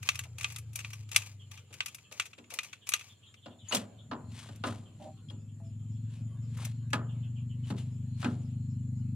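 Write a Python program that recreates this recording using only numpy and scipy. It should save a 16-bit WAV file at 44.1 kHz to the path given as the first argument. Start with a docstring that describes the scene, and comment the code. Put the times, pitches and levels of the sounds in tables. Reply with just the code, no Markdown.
"""Bottle jack under a truck

A hand-pumped steel jack rubs and clicks at each stroke. It is then shoved over grass and gravel,
squeaks, knocks and skids against the hollow axle, and groans once in stick-slip. Some way off a small
engine puffs through its exhaust, slows, then grows louder. Clothes rustle, birds chirp, insects shrill."""
import sys
import numpy as np
from scipy import signal
from scipy.fft import rfft, irfft, next_fast_len
from scipy.io import wavfile
from scipy.ndimage import map_coordinates

SR = 44100
rng = np.random.default_rng(int(sys.argv[2]) if len(sys.argv) > 2 else 0)


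def inscribe(sig):
    """Save sig as 16-bit PCM at rate SR to the path in sys.argv[1].

    A 1-D sig is mono; a 2-D sig holds one channel per row.
    Samples are clipped to [-1, 1] before scaling.
    """
    pcm = np.round(np.clip(np.atleast_2d(sig).T, -1, 1) * 32767)
    wavfile.write(sys.argv[1], SR, pcm.astype(np.int16))


N = 403515
TIME = np.arange(N) / SR

# pump strokes: (start [s], length [s], rubbing level [dB])
PUMP_STROKES = [(0.028, 0.23, -52), (0.383, 0.21, -51), (0.754, 0.28, -56), (1.115, 0.23, -48.5),
                (1.513, 0.11, -57), (1.727, 0.34, -60.5), (2.122, 0.21, -55.5), (2.503, 0.25, -54.5),
                (2.869, 0.28, -54)]
# jack modes: (frequency [Hz], level [dB], t60 [s])
JACK_MODES = [(880, -14, .05), (1188, -8, .085), (1230, -5, .05), (1520, -9, .06), (1683, -10.5, .044),
              (2035, -2, .035), (2302, -4, .05), (2448, -.5, .06), (2670, -1.5, .05), (2850, -5, .05),
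              (3226, -11, .08), (3865, -12, .07), (4580, -16, .06), (5960, -8, .06), (6460, -9, .05),
              (6760, -20.5, .05), (9500, -15, .08), (10570, -5.5, .046), (11300, -13.5, .05)]


def amp(db):
    """Decibels to gain."""
    return 10 ** (np.asarray(db) / 20)


def unit(x):
    """Scale to rms 1."""
    return x / np.sqrt(np.mean(x ** 2) + 1e-20)


def curves(rows):
    """Per-sample curve for each column after the time."""
    times_s, *columns = np.transpose(rows)
    return [np.interp(TIME, times_s, column) for column in columns]


def wobble(rate_hz):
    """Smooth random curve with knots at rate_hz."""
    return map_coordinates(rng.standard_normal(int(N * rate_hz / SR) + 4), [TIME * rate_hz])


def flicker(rate_hz, depth_db):
    """Random gain, limited to twice depth_db either way."""
    return amp(depth_db * np.clip(wobble(rate_hz), -2, 2))


def filtered(x, response):
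    """Apply a frequency response, a function of Hz."""
    n = x.shape[-1]
    padded = next_fast_len(n + 8192)
    return irfft(rfft(x, padded) * response(np.fft.rfftfreq(padded, 1 / SR)), padded)[..., :n]


def coloured(x, points):
    """Shape by (Hz, dB) points on a log axis; rms 1."""
    points_hz, db = np.transpose(points)
    return unit(filtered(x, lambda hz: amp(np.interp(np.log(hz + 1), np.log(points_hz), db))))


def band(x, lo_hz, hi_hz, order=3):
    """Causal band-pass."""
    sos = signal.butter(order, [lo_hz, min(hi_hz, .49 * SR)], 'band', fs=SR, output='sos')
    return signal.sosfilt(sos, x)


def resonance(hz, centre_hz, width_hz):
    """Causal resonance, peak gain 1."""
    return 1j * hz * width_hz / (centre_hz ** 2 - hz ** 2 + 1j * hz * width_hz)


def stereo_noise(size, apart):
    """Common noise plus an independent part per side."""
    return unit(rng.standard_normal(size) + apart * rng.standard_normal((2, size)))


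def add(track, start_s, sound):
    """Mix in at start_s."""
    part = track[:, max(round(start_s * SR), 0):][:, :sound.shape[-1]]
    part += sound[..., :part.shape[1]]


def placed(x, left_db, lag_ms):
    """Off-centre source: the left side gains left_db and trails by lag_ms."""
    side = np.array([[.5], [-.5]])
    return filtered(x, lambda hz: np.exp(-2j * np.pi * hz * lag_ms / 1000 * side)) * amp(left_db * side)


def weighted(sound, edges_hz, levels_db):
    """Place and hardness of a contact set each band's level over the first 20 ms."""
    parts = [band(sound, lo, hi) for lo, hi in zip(edges_hz, edges_hz[1:])]
    return sum((-1) ** k * amp(db) * part / np.std(part[:, :SR // 50])
               for k, (part, db) in enumerate(zip(parts, levels_db)))


def blow(modes, colour, size, crack_t60_s, crack_db, tail_t60_s, tail_db, ring_db, attack_s, detune):
    """One contact: a crack, the steel's modes, and underbody scatter with loose parts chattering."""
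    t = np.arange(size) / SR
    crack = coloured(stereo_noise(size, apart=1), colour) * amp(crack_db - 60 * t / crack_t60_s)
    chatter_db = 2.5 * map_coordinates(rng.standard_normal(200), [t * 300]) * np.clip(t / .01, 0, 1)
    tail = coloured(stereo_noise(size, apart=.58), colour)
    tail *= amp(tail_db - 60 * t / tail_t60_s + chatter_db)
    hz, db, t60_s = np.transpose(modes)[:, :, None]
    strength = amp(db + rng.normal(0, 3.5, hz.shape))
    # load and grip shift each mode; each reaches the two sides in its own phase
    cycles = hz * (1 + detune * rng.standard_normal(hz.shape)) * t + rng.random(hz.shape)
    side_rad = np.array([[1], [-1]]) * rng.normal(0, .99, len(modes)) * np.minimum(hz.T / 1500, 1)
    partials = strength * amp(-60 * t / t60_s) * np.exp(2j * np.pi * cycles)
    ring = (np.exp(1j * side_rad) @ partials).real / np.linalg.norm(strength)
    return (crack + tail + amp(ring_db) * ring) * (1 - np.exp(-t / attack_s))


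def jack_clicks():
    """Steel parts take up slack: light touches scuff, hard ones clack and, mid-stroke, bounce once."""
    # steel contacts: (time [s], level [dB], treble over level [dB])
    contacts = [(.072, -49, -10.5), (.089, -24.5, -15), (.154, -43, -8), (0.191, -38.5, -6),
                (.236, -51.5, -8), (.409, -42, -11.5), (.429, -47, -4), (.444, -29.5, -25.5),
                (0.521, -55.5, 1.5), (0.56, -45, -4), (0.583, -54, 4.5), (0.731, -64, 3.5),
                (.757, -46.5, 7.5), (.789, -43.5, -8.5), (0.803, -49.5, -8), (0.846, -40.5, -28.5),
                (0.903, -56, -4.5), (.931, -46.5, -6.5), (1.089, -59.5, -4.5), (1.145, -43, -13.5),
                (1.1614, -23, -7), (1.1635, -30, -1), (1.26, -56, -4.5), (1.574, -53, -14),
                (1.738, -53, -5), (1.805, -30.5, -34), (1.859, -43.5, 0.5), (1.881, -48.5, -7),
                (1.945, -51.5, 2.5), (1.983, -57, -17), (2.198, -29, -17), (2.218, -47, -20),
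                (2.262, -55, -3), (2.331, -52, -30), (2.385, -56, -24), (2.44, -62, -32), (2.538, -49.5, 5),
                (2.588, -31.5, -20), (2.631, -49, -4), (2.729, -44.5, -19), (2.89, -40.5, 6),
                (2.919, -39, -12.5), (2.937, -26, -10), (3.009, -49, -16), (3.34, -57.5, -18),
                (3.722, -36, -18), (3.767, -41, -8), (4.558, -66, 2.5), (6.571, -61.5, 0.5),
                (6.649, -48, 3), (6.903, -62, -6), (6.932, -33, -21), (8.201, -60, -6), (8.243, -44, -24)]
    # contact noise spectrum: (frequency [Hz], level [dB])
    colour = [(210, -57.5), (350, -22), (550, -15.5), (974, -13), (1180, -1), (1430, -9), (1650, -16),
              (2150, -9), (2670, 0), (2980, -12), (3390, -8), (5060, -19.5), (5840, -14.5), (8710, -14.5),
              (10900, -15), (13900, -21), (16000, -32)]
    hard_db, bounce_s = -36, .056
    opening_ticks = [(s, db + 4, -5.5) for s, _, db in PUMP_STROKES]
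    bounces = [(s + bounce_s, -50.5, -9.5) for s, db, _ in contacts
               if db > hard_db and any(0 < s - start_s < length_s for start_s, length_s, _ in PUMP_STROKES)]
    out = np.zeros((2, N))
    for s, db, treble_db in contacts + opening_ticks + bounces:
        levels_db = db + np.array([-16, 0, -.5 + .48 * treble_db, treble_db])
        attack_s = np.interp(max(levels_db), [-48, -34], [.0028, .0004])
        scuff_t60_s = np.interp(max(levels_db), [-48, -34], [.03, .019])
        # each contact point wakes its own high modes
        overtones = [(hz, -13, .045) for hz in rng.uniform(3000, 13000, 24)]
        click = blow(JACK_MODES + overtones, colour, size=SR // 8, crack_t60_s=scuff_t60_s, crack_db=2,
                     tail_t60_s=.13, tail_db=-18, ring_db=-2.5, attack_s=attack_s, detune=.021)
        add(out, s, weighted(click, (300, 1500, 4500, 8500, 16000), levels_db))
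    return placed(out * amp(-1.5), left_db=1, lag_ms=.03)


def jack_knocks():
    """The jack bumps ground and hollow axle, whose low modes swell last and ring longest."""
    # bumps: (time [s], thump [dB], body [dB], edge [dB], added damping [dB/s], hollow pitch [Hz])
    bumps = [(.251, -73, -63, -67, 100, 800), (1.705, -59, -65, -80, 50, 500),
             (2.112, -68, -59, -66, 82, 550), (2.379, -54, -59.5, -68, 64, 400),
             (2.52, -66, -55, -67, 103, 600), (3.458, -46.5, -50.5, -73, 5, 700),
             (3.71, -56, -44, -67, 33, 1300), (3.724, -40, -37.5, -46.5, 20, 620),
             (3.747, -37, -42, -31, 25, 170), (4.112, -37, -40, -72, -3, 1030),
             (4.487, -48, -56, -66, 110, 600), (4.637, -36, -35.5, -56, 5, 1100),
             (5.302, -52.5, -62, -68, 18, 600), (6.93, -32.5, -32, -45.5, 20, 1480),
             (7.701, -31, -48.5, -57, 60, 1000), (8.227, -53, -44, -69, 150, 1500),
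             (8.244, -27, -39, -59, 48, 1500)]
    # axle modes: (frequency [Hz], level [dB], t60 [s])
    axle_modes = [(198.6, -.5, .43), (240.7, 6.5, .34), (295, 0, .25), (382, -9, .36), (522, -8, .3),
                  (600, -5, .2), (668, -9, .24), (841, 0, .14), (1003, -1, .22), (1120, 0, .09),
                  (1227, -5, .2), (1300, 3, .14), (1400, -12, .35), (1464, 2, .15), (1690, 1, .07),
                  (1841, -6, .11), (2810, 1.5, .1)]
    # bump noise spectrum: (frequency [Hz], level [dB])
    colour = [(60, -4), (120, -5), (240, 3), (380, -6), (560, -4.5), (1000, -12.5), (1600, -13),
              (2200, -20.5), (3100, -14.5), (5000, -19), (9000, -19), (15000, -40)]
    out, t = np.zeros((2, N)), np.arange(SR * 2 // 5) / SR
    rise_s = .02  # the heavy axle is slow to move
    swell_db = 20 * np.log10(1 - np.exp(-(t + 1 / SR) / rise_s))
    for s, thump_db, body_db, edge_db, damping_db_per_s, hollow_hz in bumps:
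        clank_db = body_db - .5 + .27 * (edge_db - body_db)
        levels_db = thump_db + swell_db, body_db, clank_db, edge_db
        knock = blow(axle_modes, colour, size=len(t), crack_t60_s=.05, crack_db=0,
                     tail_t60_s=.33, tail_db=-7, ring_db=-3, attack_s=.0018, detune=.008)
        # each contact point favours one region of modes
        knock = filtered(knock, lambda hz: 1 + amp(5) * resonance(hz, hollow_hz, .45 * hollow_hz))
        # treble dies first; bass reaches both sides alike
        knock = band(knock, 120, 1500) + band(knock, 1900, 20000) * amp(-60 * t / .19)
        knock += band(knock.mean(0) - knock, 60, 380, order=1)
        knock *= amp(-damping_db_per_s * t)
        add(out, s, weighted(knock, (100, 400, 1800, 5000, 16000), levels_db))
    return placed(out * amp(.95), left_db=.8, lag_ms=.055)


def friction(colour, slips_per_s, spread_db, hiss_db):
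    """Tiny slips of uneven size over a smooth hiss."""
    slips = (rng.random(N) < slips_per_s / SR) * amp(spread_db * np.clip(rng.standard_normal(N), -2, 2))
    return coloured(unit(slips) + amp(hiss_db) * stereo_noise(N, apart=.27), colour)


def pump_slide():
    """Steel rubs on steel in each stroke; clumps of slips set the jack ringing."""
    # rubbing spectrum: (frequency [Hz], level [dB])
    colour = [(240, -51), (400, -15), (598, -15.5), (1180, -10.5), (1350, -19.5), (1820, -13.5),
              (2400, -4.5), (3310, -12), (6540, -7.5), (11400, -22), (15000, -26), (16000, -30.5)]
    pressure = np.zeros(N)
    for start_s, length_s, db in PUMP_STROKES:
        knots_s = start_s + np.array([-.005, .003, length_s - .04, length_s + .018])
        pressure += amp(db) * np.interp(TIME, knots_s, [.013, 1, .25, .0023])
    rub = friction(colour, slips_per_s=900, spread_db=4, hiss_db=-1)
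    ring = filtered(rub, lambda hz: sum(resonance(hz, f, 2.2 / t60_s) for f, _, t60_s in JACK_MODES))
    clumps = flicker(rate_hz=90, depth_db=2.8)
    return placed((rub + amp(-13) * unit(ring)) * pressure * clumps, left_db=4, lag_ms=.073)


def squeaks():
    """Steel catches on steel and sings briefly in two modes under an unsteady grip."""
    # catches: (time [s], length [s], pitch [Hz], level [dB])
    catches = [(1.156, .01, 6800, -39), (3.685, .025, 6700, -33), (3.721, .02, 2880, -24),
               (3.766, .007, 3300, -28), (3.768, .028, 7600, -45), (5.286, .009, 3250, -46),
               (5.299, .009, 3250, -40)]
    out = np.zeros((2, N))
    for s, length_s, hz, db in catches:
        progress = np.arange(int(length_s * SR)) / (length_s * SR)
        waver, flutter = (map_coordinates(rng.standard_normal(22), [progress * 20]) for _ in range(2))
        phase = 2 * np.pi * np.cumsum(hz * (1 + .018 * waver)) / SR
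        grip = np.interp(progress, [0, .12, .7, 1], [0, .5, .38, .1]) * (1 + .25 * flutter)
        add(out, s, amp(db) * grip * (np.sin(phase) + amp(-16) * np.sin(1.56 * phase)))
    return placed(out, left_db=9.5, lag_ms=.021)


def ram_skid():
    """The ram breaks loose and scrapes the axle: a short, bright rasp."""
    # scrape: (start [s], hardest [s], end [s], level [dB])
    scrape = (3.738, 3.751, 3.785, -35)
    # rasp spectrum: (frequency [Hz], level [dB])
    colour = [(800, -25), (3000, -6), (5000, -5), (6700, 0), (8500, -4), (10500, 0), (14000, -5),
              (16000, -12)]
    start_s, peak_s, end_s, db = scrape
    knots_s = [start_s - .002, start_s, peak_s - .005, peak_s, peak_s + .005, end_s, end_s + .02]
    pressure = amp(np.interp(TIME, knots_s, [-120, -8, -7, 2, -8, -20, -120]))
    rasp = friction(colour, slips_per_s=2500, spread_db=4, hiss_db=-2)
    return placed(rasp * pressure * amp(db), left_db=6, lag_ms=.03)


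def groan():
    """Loaded steel sticks and slips unevenly, driving the hollow metal's resonances."""
    # stick-slip spell: (start [s], length [s], level [dB])
    spell = (4.99, 0.13, -48)
    # body resonances: (frequency [Hz], width [Hz], level [dB])
    modes = [(220, 76, 6.5), (610, 36, 11), (680, 25, -3), (770, 12, 7), (1090, 63, -19), (1640, 87, -2)]
    start_s, length_s, level_db = spell
    slips_per_s = 90 * np.exp(.3 * wobble(80))
    slips = np.diff(np.floor(np.cumsum(slips_per_s) / SR), prepend=0)
    pressure = np.interp(TIME - start_s, [0, .015, length_s - .035, length_s], [0, 1, 1, 0])
    push = (unit(slips) + 1.3 * stereo_noise(N, apart=.53)) * pressure
    body = filtered(push, lambda hz: sum(amp(db) * resonance(hz, f, width) for f, width, db in modes))
    return amp(level_db) * unit(band(body, 180, 950, order=4)) * np.sqrt(np.mean(pressure ** 2))


def grass():
    """The base swishes through tufts; each drag swells and fades."""
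    # drags: (peak time [s], level [dB], 30 dB rise [s], 30 dB fall [s])
    drags = [(3.747, -37.5, 0.08, 0.11), (4.39, -49.5, 0.13, 0.26), (4.662, -46, 0.034, 0.19),
             (5.03, -63, .09, .2), (6.139, -63, .12, 0.17), (6.637, -49.5, 0.18, 0.15),
             (7.69, -55, 0.088, 0.097), (7.785, -54.5, 0.034, 0.17), (8.22, -52.5, 0.075, 0.27)]
    # swish spectrum: (frequency [Hz], level [dB])
    colour = [(240, -38), (400, -16.5), (921, -8), (1060, -8), (1380, -9.5), (3310, -4), (5110, -11.5),
              (8760, -10.5), (13700, -26.5), (16000, -39)]
    envelope = sum(amp(db - 30 * np.maximum((s - TIME) / rise_s, (TIME - s) / fall_s))
                   for s, db, rise_s, fall_s in drags)
    swish = friction(colour, slips_per_s=700, spread_db=5, hiss_db=1)
    return placed(swish * flicker(rate_hz=110, depth_db=1.8) * envelope, left_db=3.5, lag_ms=.037)


def gravel():
    """Stones grind under the base, each a dull tick of its own pitch and size."""
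    # gravel giving way: (start [s], length [s], level [dB])
    crunches = [(4.415, 0.05, -62), (4.655, 0.079, -51), (6.569, 0.12, -58.5)]
    grains_per_s, centre_hz, ring_cycles = 280, 1130, 3.2
    out, t = np.zeros((2, N)), np.arange(SR // 50) / SR
    for start_s, length_s, db in crunches:
        grains = np.zeros((2, int(length_s * SR) + len(t)))
        for when, pitch, size in rng.random((int(grains_per_s * length_s), 3)):
            hz = centre_hz * np.exp(1.24 * (pitch - .5))
            tick = np.sin(2 * np.pi * hz * t) * np.exp(-2 * hz * t / ring_cycles)
            add(grains, when * length_s, amp(14 * size) * tick)
        add(out, start_s, amp(db) * unit(grains))
    return placed(out, left_db=2.5, lag_ms=.034)


def soft_tap():
    """A soft tap leaves one faint tone."""
    # dull ring: (time [s], pitch [Hz], level [dB])
    ring = (5.602, 662, -61)
    start_s, hz, db = ring
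    t = np.maximum(TIME - start_s, 0)
    tone = np.sin(2 * np.pi * hz * t) * np.exp(-np.minimum(t / .095, 3) ** 4)
    tap = unit(band(stereo_noise(N, apart=.413), 534, 900)) * amp(-60 * t / .083) * (t > 0)
    return amp(db) * (tone + 1.2 * tap)


def reflections(x, t60_s, level_db):
    """Ground and walls return a dull, diffuse tail."""
    t = np.arange(SR) / SR
    tail = band(stereo_noise(SR, apart=.6), 300, 800, order=2)
    tail *= amp(-60 * t / t60_s) * (1 - np.exp(-t / .04))
    return amp(level_db) * signal.fftconvolve(x, tail / np.linalg.norm(tail[0]), axes=1)[:, :N]


def engine():
    """One puff per firing rings the exhaust; distance leaves only the bass."""
    # engine speed: (time [s], firing rate [Hz])
    speed = [(0.0, 30.54), (1.5, 24.41), (2.2, 21.89), (3.2, 18.93), (4.2, 22.38), (4.85, 20.31),
             (5.3, 21.04), (5.6, 20.82), (5.95, 21.98), (6.45, 22.93), (6.75, 22.87), (7.9, 24.72),
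             (9.15, 24.81)]
    # exhaust boom: (time [s], level [dB])
    boom_levels = [(0, -47), (1.5, -51), (2.0, -64), (2.7, -73.5), (3.1, -62.5), (3.5, -60.5), (4.05, -56),
                   (4.3, -46.5), (4.75, -46.5), (4.95, -57.5), (5.4, -47), (6.4, -40), (9.15, -35.5)]
    # upper exhaust resonance: (time [s], level relative to boom curve [dB])
    upper_levels = [(1.3, -32), (2.5, -13), (3.4, -17), (4.1, -6), (6.5, -12.5), (7.2, -12.5), (9.15, -8)]
    (firing_hz,), (boom_db,), (upper_db,) = curves(speed), curves(boom_levels), curves(upper_levels)
    fired = np.flatnonzero(np.diff(np.floor(np.cumsum(firing_hz) / SR + .96)))
    # off throttle: uneven puffs, lower boom; steadier under load
    load = np.interp(TIME, [4.5, 7.5], [0, 1])
    puffs = np.zeros(N)
    puffs[fired] = amp((3 - 2.5 * load[fired]) * rng.standard_normal(len(fired)))
    puffs = unit(puffs) + .07 * rng.standard_normal(N)
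    coasting = unit(band(filtered(puffs, lambda hz: resonance(hz, 103.4, 14)), 83.3, 144, order=4))
    pulling = unit(band(filtered(puffs, lambda hz: resonance(hz, 114.1, 15.5)), 87.3, 176.3, order=4))
    boom = np.sqrt(load) * pulling - np.sqrt(1 - load) * coasting
    upper = filtered(puffs, lambda hz: resonance(hz, 239.2, 24) - .81 * resonance(hz, 204.6, 28))
    upper = unit(band(upper, 165, 280, order=4))
    return placed(amp(boom_db) * (amp(2) * boom + amp(upper_db) * upper), left_db=1.43, lag_ms=.033)


def birds():
    """Runs of raspy falling chirps, never quite alike, smeared by distance."""
    # runs: (start [s], end [s], period [s], note length [s], level [dB], fade [dB/s], pitch [Hz])
    songs = [(1.242, 2.1, .159, .03, -52, 1, 3050), (2.675, 3.85, .138, .028, -53, 0, 3130),
             (3.095, 3.68, .166, .03, -51, 0, 3400), (3.985, 4.05, .166, .03, -53, 0, 3400),
             (4.855, 6.5, .156, .03, -59, 7, 3130), (5.375, 6.55, .26, .06, -72, 0, 5250),
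             (7.088, 7.84, .136, .034, -51.5, 4, 3050), (7.9, 9.05, .262, .06, -72, 0, 5200)]
    fall_share, echo_t60_s, echo_rise_s = .15, .16, .012
    notes = [(s, length_s, db - fade * (s - start_s) + rng.normal(0, 1), hz * (1 + rng.normal(0, .015)))
             for start_s, end_s, period_s, length_s, db, fade, hz in songs
             for s in np.arange(start_s, end_s, period_s)]
    out, t = np.zeros((2, N)), np.arange(SR // 5) / SR
    for s, length_s, db, hz in notes:
        progress = np.clip(t / length_s, 0, 1)
        rasp = 1 + 2.2 * map_coordinates(rng.standard_normal(190), [t * 900])
        phase = 2 * np.pi * np.cumsum(hz * (1 + fall_share * (.5 - progress))) / SR
        chirp = rasp * np.sin(np.pi * progress) * np.sin(phase)
        echo = stereo_noise(len(t), apart=1) * amp(-60 * t / echo_t60_s) * (1 - np.exp(-t / echo_rise_s))
        smeared = signal.fftconvolve(chirp[None], echo / np.linalg.norm(echo[0]), axes=1)
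        add(out, s - .012, amp(db - 9.5) * smeared)
    return out


def rustle():
    """Hand and clothes shift in faint, uneven patches."""
    # rustling: (time [s], level [dB])
    levels = [(1.5, -74.5), (3.3, -76), (5.3, -75.5), (5.8, -81), (6.2, -71.5), (7.4, -73.5), (9, -78.5)]
    # cloth spectrum: (frequency [Hz], level [dB])
    colour = [(150, -20), (450, 2.5), (800, -9), (1150, -4.5), (1800, -9.5), (3200, -7), (5000, -22.5),
              (14000, -32.5)]
    level_db, = curves(levels)
    spectra = signal.stft(stereo_noise(N, apart=.6), nperseg=1024)[2]
    blur = np.outer(np.hanning(9), np.hanning(11))
    patches = unit(signal.convolve2d(rng.standard_normal(spectra.shape[1:]), blur, 'same'))
    cloth = signal.istft(spectra * amp(6.5 * np.clip(patches, -2, 2)), nperseg=1024)[1][:, :N]
    return coloured(cloth, colour) * amp(level_db + 2 * wobble(12))


def insect(hz):
    """A thin, wavering tone that swells in quick bursts."""
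    phase = 2 * np.pi * np.cumsum(hz + 60 * wobble(35) + 110 * wobble(500)) / SR
    bursts = amp(5 * np.clip(wobble(30), -2, 1.5))
    return unit(bursts * np.array([np.sin(phase + wobble(60)) for _ in range(2)]))


def twitter(lo_hz, hi_hz, rate_hz, depth_db):
    """A narrow band of far song that comes and goes."""
    return unit(band(stereo_noise(N, apart=4.1), lo_hz, hi_hz, order=2) * flicker(rate_hz, depth_db))


def outdoors():
    """Still air, far rumble, insects and far birds."""
    # air spectrum: (frequency [Hz], level [dB])
    air_colour = [(12, -54.5), (20, -27), (38, -16), (77, 1.5), (107, -6.5), (172, -4.5), (759, -28.5),
                  (1760, -35), (3160, -40), (4810, -47), (6180, -37), (7110, -30), (8180, -35.5),
                  (14300, -45.5), (16000, -67.5)]
    # far rumble: (time [s], level [dB])
    rumble_levels = [(1.2, -62.5), (2.3, -74.5), (3.3, -74.5), (4.1, -56), (6.5, -53)]
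    # far birds: (time [s], level near 3 kHz [dB], level near 4 kHz [dB])
    song_levels = [(1, -78, -85.5), (3, -74.5, -85), (5.2, -83.5, -78), (5.8, -80.5, -85.5),
                   (7.3, -80.5, -78.5), (8.6, -76.5, -79), (9.15, -93, -81)]
    # insect chorus: (time [s], level [dB])
    insect_levels = [(3, -73.5), (6, -71.5)]
    # one per insect: (pitch [Hz])
    pitches_hz = [7030, 7160, 7380]
    (rumble_db,), (insects_db,) = curves(rumble_levels), curves(insect_levels)
    low_db, high_db = curves(song_levels)
    air = coloured(stereo_noise(N, apart=1), air_colour)
    air = unit(band(air, 410, 15000, order=1)) * amp(-71 + .5 * wobble(3))
    rumble = coloured(stereo_noise(N, apart=.13),
                      [(20, -20), (55, -8), (90, 1), (150, 5), (300, -10), (600, -38.5), (2000, -63.5)])
    insects = unit(sum(insect(hz) for hz in pitches_hz))
    insects += amp(-13.5) * twitter(8700, 9400, rate_hz=12, depth_db=-2)
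    far_birds = amp(low_db) * twitter(2400, 3500, rate_hz=14, depth_db=5)
    far_birds += amp(high_db) * twitter(4080, 4350, rate_hz=6, depth_db=5)
    return air + rumble * amp(rumble_db) + far_birds + insects * amp(insects_db)


def treble_left(x, db_per_khz):
    """High notes lean to the left."""
    return filtered(x, lambda hz: amp(db_per_khz * hz / 1000 * np.array([[.5], [-.5]])))


def scene():
    """The mix, heard from beside the truck."""
    knocks = jack_knocks()
    jack = treble_left(jack_clicks() + pump_slide() + grass(), db_per_khz=.37)
    jack += squeaks() + ram_skid() + gravel() + knocks + reflections(knocks, t60_s=.75, level_db=-29)
    return jack + groan() + soft_tap() + rustle() + engine() + birds() + outdoors()


def record(dry):
    """Brick-wall low-pass at 16.1 kHz."""
    return filtered(dry, lambda hz: hz < 16100)


dry = scene()
out = record(dry)
inscribe(out)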